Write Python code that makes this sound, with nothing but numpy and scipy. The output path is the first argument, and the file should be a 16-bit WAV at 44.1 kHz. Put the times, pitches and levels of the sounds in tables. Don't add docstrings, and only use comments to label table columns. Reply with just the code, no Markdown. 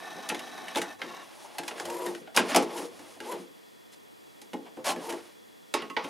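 import sys
import numpy as np
from scipy import signal
from scipy.fft import rfft, irfft, next_fast_len
from scipy.io import wavfile
from scipy.ndimage import map_coordinates

SR = 44100
rng = np.random.default_rng(int(sys.argv[2]) if len(sys.argv) > 2 else 0)


def inscribe(sig):
    pcm = np.round(np.clip(np.atleast_2d(sig).T, -1, 1) * 32767)
    wavfile.write(sys.argv[1], SR, pcm.astype(np.int16))


N = 268569
TIME_S = np.arange(N) / SR
TICK_S = np.arange(0, N / SR + .002, .001)


def amp(db):
    return 10 ** (np.asarray(db) / 20)


def unit(x):
    return x / np.sqrt(np.mean(x ** 2) + 1e-20)


def along(points, hz):
    f, values = np.transpose(points)
    return np.interp(np.log(hz + 1), np.log(f + 1), values)


def per_sample(curve):
    return np.interp(TIME_S, TICK_S, curve)


def filtered(x, response):
    size = next_fast_len(N + SR // 2)
    return irfft(rfft(x, size) * response(np.fft.rfftfreq(size, 1 / SR)), size)[..., :N]


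def modes(table):
    return lambda f: sum((-1) ** k * amp(db) * 1j * f * width / (hz * hz - f * f + 1j * f * width)
                         for k, (hz, width, db) in enumerate(table))


def min_phase(points):
    def response(f):
        cepstrum = irfft(np.log(amp(along(points, f)) + 1e-6))
        half = len(cepstrum) // 2
        cepstrum[1:half] *= 2
        cepstrum[half + 1:] = 0
        return np.exp(rfft(cepstrum))
    return response


def normed(response):
    return lambda f: (gain := response(f)) / np.sqrt(np.mean(np.abs(gain) ** 2))


def wobble(rate_hz):
    return map_coordinates(rng.standard_normal(int(N * rate_hz / SR) + 4), [TIME_S * rate_hz])


def gritty(grit_db, rate_hz):
    return unit(rng.standard_normal(N) * amp(grit_db * wobble(rate_hz)))


def contacts(size, grit_db):
    noise = rng.standard_normal((4, size))
    return noise * amp(grit_db * rng.standard_normal(size // 16 + 1).repeat(16)[:size])


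def run_up(start_s, length_s, rise_s, fall_s):
    rise = 1 - np.exp(-np.maximum(TICK_S - start_s, 0) / rise_s)
    return rise * np.exp(-(np.maximum(TICK_S - start_s - length_s, 0) / fall_s) ** 2)


# f/Hz, t60/s
ROOM_DECAY = [(150, 0.46), (500, 0.31), (1200, 0.24), (3000, 0.14), (8000, 0.15), (15000, 0.051)]
def room_tail(t60_scale):
    hz, t, spectrum = signal.stft(rng.standard_normal(SR // 3), SR, nperseg=256)
    t60_s = t60_scale * along(ROOM_DECAY, hz)[:, None]
    echo = signal.istft(spectrum * amp(-60 * t / t60_s), SR, nperseg=256)[1]
    return echo / np.linalg.norm(echo)


# f/Hz, relative level/dB
AIR_MID = [(15, -69), (25, -31), (108, -17.5), (190, -8.5), (217, -5.5), (394, -8), (439, -3), (545, -10.5),
           (962, -10), (1480, -15.5), (1890, -13), (3340, -16), (4140, -16.5), (13600, -22), (16000, -32)]
AIR_SIDE = [(15, -72), (25, -36), (108, -2.5), (301, 6), (427, 5), (1520, -8.5), (3430, -14.5), (5430, -48),
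            (6560, -59), (12900, -49), (16000, -75)]
# f/Hz, width/Hz, level/dB
WHINES = [(988, 30, -79), (1866, 94, -73), (3372, 73, -68.5), (3950, 42, -78.5), (4730, 48, -76),
          (13240, 25, -102)]
# t/s, length/s, level/dB
HUMS = [(.82, 0.18, -75), (1.805, 0.068, -63), (2.75, 0.48, -74.5)]
def idle():
    air = lambda points: unit(filtered(rng.standard_normal(N), lambda hz: amp(along(points, hz))))
    mid = amp(-59.5 + .45 * wobble(3.37)) * air(AIR_MID)
    side = amp(-53 + .73 * wobble(3.78)) * air(AIR_SIDE)
    peaks = lambda f: sum(amp(db) * normed(modes([(hz, width, 0)]))(f) for hz, width, db in WHINES)
    whine = filtered(rng.standard_normal(N), peaks)
    load = sum(amp(db) * run_up(start, length, rise_s=.03, fall_s=.05) for start, length, db in HUMS)
    hum = per_sample(load) * amp(wobble(17)) * np.sin(2 * np.pi * 100 * TIME_S)
    return mid + whine * amp(.38 * wobble(3.7)) + hum + np.array([side, -side])


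# f/Hz, width/Hz, relative level/dB
CASE_MODES = [(190.6, 13.6, -6.5), (133, 53, -21), (235.9, 20, -4), (294, 15.2, -2.5), (342.8, 13.2, -1),
              (404.5, 38, -7), (446.4, 21, -2.5), (521.6, 30.5, -4.5), (586, 64, -4), (651.4, 26.3, 1),
              (718, 105, -5.5), (837.4, 43, 1.5), (883, 82, -2.5), (1024, 70, -6), (1117, 45, -6.5)]
CASE_LOW = [mode for mode in CASE_MODES if mode[0] < 550]
CASE_HIGH = [mode for mode in CASE_MODES if mode[0] > 550]
GEARS_FORWARD = [(646, 58, -2.5), (753, 40, 3), (846, 43, 1), (1130, 150, -4), (1507, 57, -4),
                 (1774, 71, -1), (2310, 180, -12), (2590, 66, -7), (3000, 40, -11), (3240, 57, -10.5),
                 (3886, 70, -8.5), (5320, 100, -19), (6030, 86, -16.5), (9100, 430, -22.5),
                 (12800, 200, -28)]
GEARS_REVERSE = [(702, 150, -1), (1104, 57, 4), (1350, 43, -2), (1800, 200, -4), (2260, 99, -4),
                 (2770, 140, -6.5), (3150, 19, -7), (3710, 65, -9), (5360, 210, -29)]
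# f/Hz, relative level/dB
PAPER_HISS = [(2060, -32), (3500, -1.5), (3850, 3.5), (4210, -4.5), (5970, -4), (7510, -11.5), (11200, -13),
              (12600, -14), (16000, -45)]
# t/s, length/s, whir/dB, rumble/dB, hiss/dB
FEED_RUNS = [(-.1, 1.001, -45, -53.5, -54.5), (0.985, .22, -47, -55, -55)]
# t/s, length/s, level/dB
MESH_WHINES = [(-.1, 0.36, -52), (.83, .09, -54)]
def paper_feed(rise_s=.012, fall_s=.045, waver_db=.3, mesh_hz=1790):
    gears, hiss = np.zeros(N), 0
    rumble = shudder([row[1] for row in JOLTS])
    for run, gear_modes in zip(FEED_RUNS, (GEARS_FORWARD, GEARS_REVERSE)):
        start, length, whir_db, rumble_db, hiss_db = run
        turning = run_up(start, length, rise_s, fall_s)
        load = amp(whir_db + waver_db * wobble(13.2)) * per_sample(turning)
        gears += filtered(load * gritty(grit_db=2, rate_hz=95), normed(modes(gear_modes)))
        rumble = np.hypot(rumble, amp(rumble_db) * turning)
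        hiss += amp(hiss_db) * turning
    mesh = sum(amp(db) * run_up(start, length, rise_s, fall_s) for start, length, db in MESH_WHINES)
    whine = per_sample(mesh) * wobble(70) * np.sin(2 * np.pi * mesh_hz * TIME_S)
    case = filtered(gritty(grit_db=-1, rate_hz=50), normed(modes(CASE_LOW)))
    paper = filtered(gritty(grit_db=2.5, rate_hz=200), normed(min_phase(PAPER_HISS)))
    return gears + whine + per_sample(rumble) * case + per_sample(hiss) * paper


# t/s, case rumble/dB, rail scrape/dB
JOLTS = [(.15, -40, -66), (.305, -34.5, -58), (.765, -36, -56), (1.03, -40, -53), (1.75, -47, -49),
         (2.07, -38.5, -60), (2.21, -45.5, -57), (2.40, -34, -34.5), (2.511, -48, -33), (2.58, -27, -38),
         (2.82, -38, -50), (3.22, -43.5, -62), (3.33, -41, -64), (3.38, -43, -63), (4.55, -42, -68),
         (4.96, -38, -61), (5.753, -48, -36), (5.98, -56, -39), (6.045, -37, -58)]
def shudder(levels_db, rise_s=.008, t60_s=.35):
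    age_s = np.maximum(TICK_S - np.array(JOLTS)[:, :1], 0)
    decays = amp(np.array(levels_db)[:, None] - 60 * age_s / t60_s)
    return np.linalg.norm(decays * (1 - np.exp(-age_s / rise_s)), axis=0)


# t/s, crack/dB, crack f/Hz, thud/dB, knock/dB, treble/dB, pan/dB (+ left)
IMPACTS = [(.2887, -27.5, 3970, -50, -35, -23, -3.5), (.2981, -19.5, 2610, -43, -32, -54, -1),
           (.3193, -35, 1580, -36.5, -32, -58, 1), (.3456, -28, 2080, -39, -33, -37, -1),
           (.392, -32.5, 1500, -58, -44, -37, -1), (.6826, -30.5, 2260, -53, -52, -41, -1),
           (.7484, -30, 3380, -47, -41, -40, 8), (.7573, -20.5, 3440, -32, -21.5, -29, -3),
           (.7702, -23.5, 2560, -34, -34, -26, -10), (.7817, -26, 2260, -33.5, -32, -31, 10),
           (.816, -23, 1930, -38, -37, -28, -4.5), (1.0161, -22, 2104, -46, -39, -45, -2),
           (1.415, -60, 900, -62, -44.5, -65, 0), (1.4435, -51, 900, -57, -38.5, -56, 4),
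           (1.5464, -53, 900, -60, -40.5, -57, 2), (1.5827, -26.5, 1610, -46, -29, -28, -1.5),
           (1.5931, -35, 1550, -37, -41, -64, 2), (1.6332, -33, 1650, -50, -40, -40, 0),
           (1.679, -25, 3300, -52, -30.5, -29, 0), (1.7094, -29, 1320, -41, -38, -55, 0),
           (1.7808, -35, 1640, -64, -48, -43, -1), (1.7985, -26, 1610, -33.5, -29.5, -34, 2),
           (1.8527, -33, 3070, -41.5, -37, -32, 1), (1.8991, -34, 2760, -46, -36, -36, -1),
           (2.0637, -29, 1630, -37, -37, -39, 0), (2.1492, -35, 2890, -43, -44, -42, 12),
           (2.2737, -39.5, 1440, -61, -39.5, -67, 0), (2.3632, -20, 3780, -23.5, -20, -15.5, 4),
           (2.373, -10, 2470, -21.5, -16, -17, 0), (2.3915, -18, 1340, -24, -23, -27, 0),
           (2.5176, -24, 1380, -37, -38, -43, -1), (2.5462, -14.5, 2450, -24.5, -15, -21, 2.5),
           (2.5605, -13, 1300, -19.5, -16, -13, 0.5), (2.5732, -20, 1300, -25, -20.5, -41, 1),
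           (2.6248, -33, 2067, -42, -31, -33, 0), (2.9919, -43, 1710, -45.5, -54, -45, 1),
           (3.165, -58, 900, -56, -46, -70, 0), (3.2024, -32, 1610, -43.5, -40.5, -42, 4),
           (4.4154, -42.5, 3600, -53.5, -50, -41.5, -4), (4.5323, -31.5, 1460, -31.5, -35, -39.5, -7),
           (4.5406, -52, 2010, -35, -34, -64, 1), (4.7698, -43.5, 1490, -38.5, -40, -54, -2),
           (4.961, -33.5, 1700, -37, -38, -45, -1), (5.1246, -34, 1620, -34.5, -44, -38, -1),
           (5.7394, -16, 3770, -28, -23, -22, -13), (5.82, -33, 2170, -37.5, -38, -45, -5),
           (5.8995, -35, 2700, -41, -39, -43.5, -9), (5.9655, -14, 1900, -29, -23, -48, -11)]
def blows(thud_hz=393, knock_hz=816.5, spot_spread=.11):
    t = np.arange(SR // 10) / SR
    envelope = np.exp(-t / .0065) * (1 - np.exp(-t / .00037))
    push_decay_s = [[.005], [.0018], [.004]]
    spots_hz = np.exp(spot_spread * rng.standard_normal((len(IMPACTS), 2))) * [thud_hz, knock_hz]
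    for impact, spot_hz in zip(IMPACTS, spots_hz):
        start, crack_db, crack_hz, thud_db, knock_db, treble_db, pan_db = impact
        burst = contacts(len(t), grit_db=2.5) * envelope
        pushes = np.sin(2 * np.pi * np.outer([crack_hz, *spot_hz], t)) * np.exp(-t / push_decay_s)
        burst[:3] = [[.9], [.45], [.45]] * burst[:3] + [[.27], [.3], [.22]] * pushes
        gains = amp([crack_db - 7, thud_db + 3.5, knock_db, treble_db - 4.5])
        yield start, gains[:, None] * burst, pan_db


# f/Hz, relative level/dB
SMALL_PARTS = [(700, -27.5), (1300, 2.5), (1650, 5), (2200, 3.5), (3000, 4), (4000, -4), (6000, -17.5),
               (9000, -51.5)]
TREBLE = [(2060, -42), (3500, 2), (5160, 3.5), (6700, 3), (7850, 0.5), (11100, 1), (15600, -21.5),
          (16000, -4)]
def struck_parts(events):
    drives = np.zeros((4, 3, N + SR))
    pan_share = [.43, .17, .6, .32]
    for start, burst, pan_db in events:
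        sides = amp(np.outer(pan_share, [pan_db / 2, -pan_db / 2]))
        at = round(start * SR)
        drives[:, :2, at:at + burst.shape[1]] += sides[..., None] * burst[:, None]
        echo = signal.fftconvolve(burst, room_tail(t60_scale=.92)[None], axes=1)
        drives[:, 2, at + 130:at + 130 + echo.shape[1]] += echo
    desk = lambda f: amp(-16.5) / (1 + 1j * f / 90) ** 2
    thud = lambda f: modes(CASE_LOW)(f) + desk(f)
    paths = (min_phase(SMALL_PARTS), thud, modes(CASE_HIGH), min_phase(TREBLE))
    left, right, echo = sum(filtered(drive[:, :N], normed(path)) for drive, path in zip(drives, paths))
    return np.array([left, right]) + amp(-6.5) * echo


# f/Hz, width/Hz, relative level/dB
FRAME_MODES = [(176, 15, -18), (230, 99, -24.5), (347.7, 10.1, 4.5), (420, 55, -10), (477, 12, -1),
               (547, 32, -10)]
RAIL_MODES = [(4740, 1450, -3), (6300, 530, 0.5), (7250, 510, 5.5), (8900, 600, 4.5), (10640, 440, 4.5),
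              (10870, 450, 1), (11500, 800, 8.5)]
# f/Hz, relative level/dB
RAIL_SCRAPE = [(650, -19.5), (1100, -2), (1560, -6.5), (2100, -5), (2290, -6.5), (2840, -6.5), (4150, -12),
               (5500, -14), (7150, -30), (12100, -120)]
RAIL_HISS = [(2350, -28), (4000, -4.5), (6660, -3.5), (7790, -7.5), (9890, -1.5), (13800, -19),
             (15500, -21), (16000, -22)]
# t/s, time until braking/s, top speed/full speed, gain/dB
HEAD_MOVES = [(1.203, 0.47, 0.31, 1.4), (1.6, 0.22, 0.71, -1.5), (1.8, .26, 0.99, -0.2),
              (2.4, 0.15, 0.67, 7.5), (2.645, 0.13, .98, 0.5), (2.861, 0.22, 0.52, -4),
              (3.21, 0.097, 1.093, -1.9), (4.96, 0.14, .96, 0), (5.16, 0.058, 0.38, -2.5),
              (6.025, .2, 0.92, -1)]
def print_head(accel_s=.04, brake_s=.1, linger_s=.021, full_tooth_hz=498):
    speeds = np.array([top * run_up(start, length, accel_s, brake_s)
                       for start, length, top, _ in HEAD_MOVES])
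    speed = speeds.max(axis=0)
    gain = amp([row[3] for row in HEAD_MOVES])[speeds.argmax(axis=0)]
    by_speed = lambda db, power: gain * amp(db) * speed ** power
    pole = np.exp(-TICK_S[1] / linger_s)
    shake = per_sample(signal.lfilter([1 - pole], [1, -pole], by_speed(-37.5, power=2.92)))
    frame = filtered(shake * gritty(grit_db=.5, rate_hz=70), normed(modes(FRAME_MODES)))
    whir = per_sample(by_speed(-43.5, power=1.49))
    case = filtered(whir * gritty(grit_db=-1.5, rate_hz=120), normed(modes(CASE_HIGH)))
    rub = per_sample(np.hypot(by_speed(-49.5, power=.8), shudder([row[2] for row in JOLTS])))
    scrape = rub * filtered(gritty(grit_db=1.5, rate_hz=73), normed(min_phase(RAIL_SCRAPE)))
    rail = lambda f: modes(RAIL_MODES)(f) / (1 + (f / 13000) ** 12)
    ring = filtered(gritty(grit_db=3, rate_hz=160), normed(rail))
    ring *= per_sample(by_speed(-48.5, power=6.7))
    hiss = filtered(gritty(grit_db=2.5, rate_hz=20), normed(min_phase(RAIL_HISS)))
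    hiss *= per_sample(by_speed(-53, power=.75))
    tooth_hz = full_tooth_hz * per_sample(speed) * (1 + .0249 * wobble(120))
    phase = 2 * np.pi * np.cumsum(tooth_hz) / SR
    belt = amp(-4) * np.sin(phase) + np.sin(2 * phase) + amp(-22) * np.sin(4 * phase)
    belt *= per_sample(by_speed(-40.5, power=4.6)) * amp(3.3 * wobble(110))
    return frame + case + scrape + ring + hiss + belt


# t/s, length/s, crack/dB, thud/dB, knock/dB, treble/dB
CHATTER = [(2.344, 0.022, -43.5, -44, -39, -44), (2.483, 0.038, -38, -57, -40, -43),
           (2.768, 0.034, -45, -45, -46, -46), (3.312, 0.022, -46.5, -54, -43, -54.5),
           (3.916, 0.036, -62, -80, -70, -58), (6.035, 0.024, -45.5, -37.5, -45, -52),
           (4.649, .04, -58, -59, -52.5, -75), (4.775, 0.033, -62, -44.5, -52, -73),
           (4.84, .09, -36.5, -40, -32.5, -35.5), (5.091, 0.021, -41.5, -47.5, -44, -41.5)]
def rattles():
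    for start, length, *levels_db in CHATTER:
        swell = np.sin(np.linspace(0, np.pi, round(length * SR))) ** .69
        yield start, amp(levels_db)[:, None] * contacts(len(swell), grit_db=3) * swell, 0


# f/Hz, relative level/dB, t60/s
FLAP_MODES = [(1110, 0, .22), (1260, -6, .1), (2000, -8, .1), (2800, -7, .1)]
# t/s, level/dB
FLAP_HITS = [(5.742, -33), (5.822, -40), (5.901, -36), (5.967, -36)]
def flap():
    out, t = np.zeros(N + SR), np.arange(SR // 4) / SR
    attack = 1 - np.exp(-t / .002)
    for start, hit_db in FLAP_HITS:
        for hz, mode_db, t60_s in FLAP_MODES:
            decay = amp(hit_db + mode_db + rng.normal(0, 2.5) - 60 * t / t60_s)
            tone = np.sin(2 * np.pi * hz * (1 + rng.normal(0, .015)) * t)
            out[round(start * SR):][:len(t)] += attack * decay * tone
    return out[:N] * amp(2.5 * wobble(90)) * amp([[-3], [3]])


# f/Hz, level/dB
SCATTER = [(60, -2), (130, -13), (290, -23.5), (640, -16.5), (1410, -13.5), (3100, -24), (6820, -60),
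           (15000, -4)]
def scene(bass_hz=130):
    direct = paper_feed() * amp([[.3], [-.3]]) + print_head() + flap()
    direct += struck_parts([*blows(), *rattles()])
    echo = signal.fftconvolve(direct.mean(axis=0), room_tail(t60_scale=.42))[:N]
    side = filtered(echo, lambda hz: amp(along(SCATTER, hz)))
    radiation = lambda f: .11 + (1j * f / bass_hz) ** 2 / (1 + 1.4j * f / bass_hz - (f / bass_hz) ** 2)
    return filtered(direct + np.array([side, -side]), radiation) + idle()


def record(dry):
    return filtered(dry, lambda hz: hz < 15800)


dry = scene()
out = record(dry)
inscribe(out)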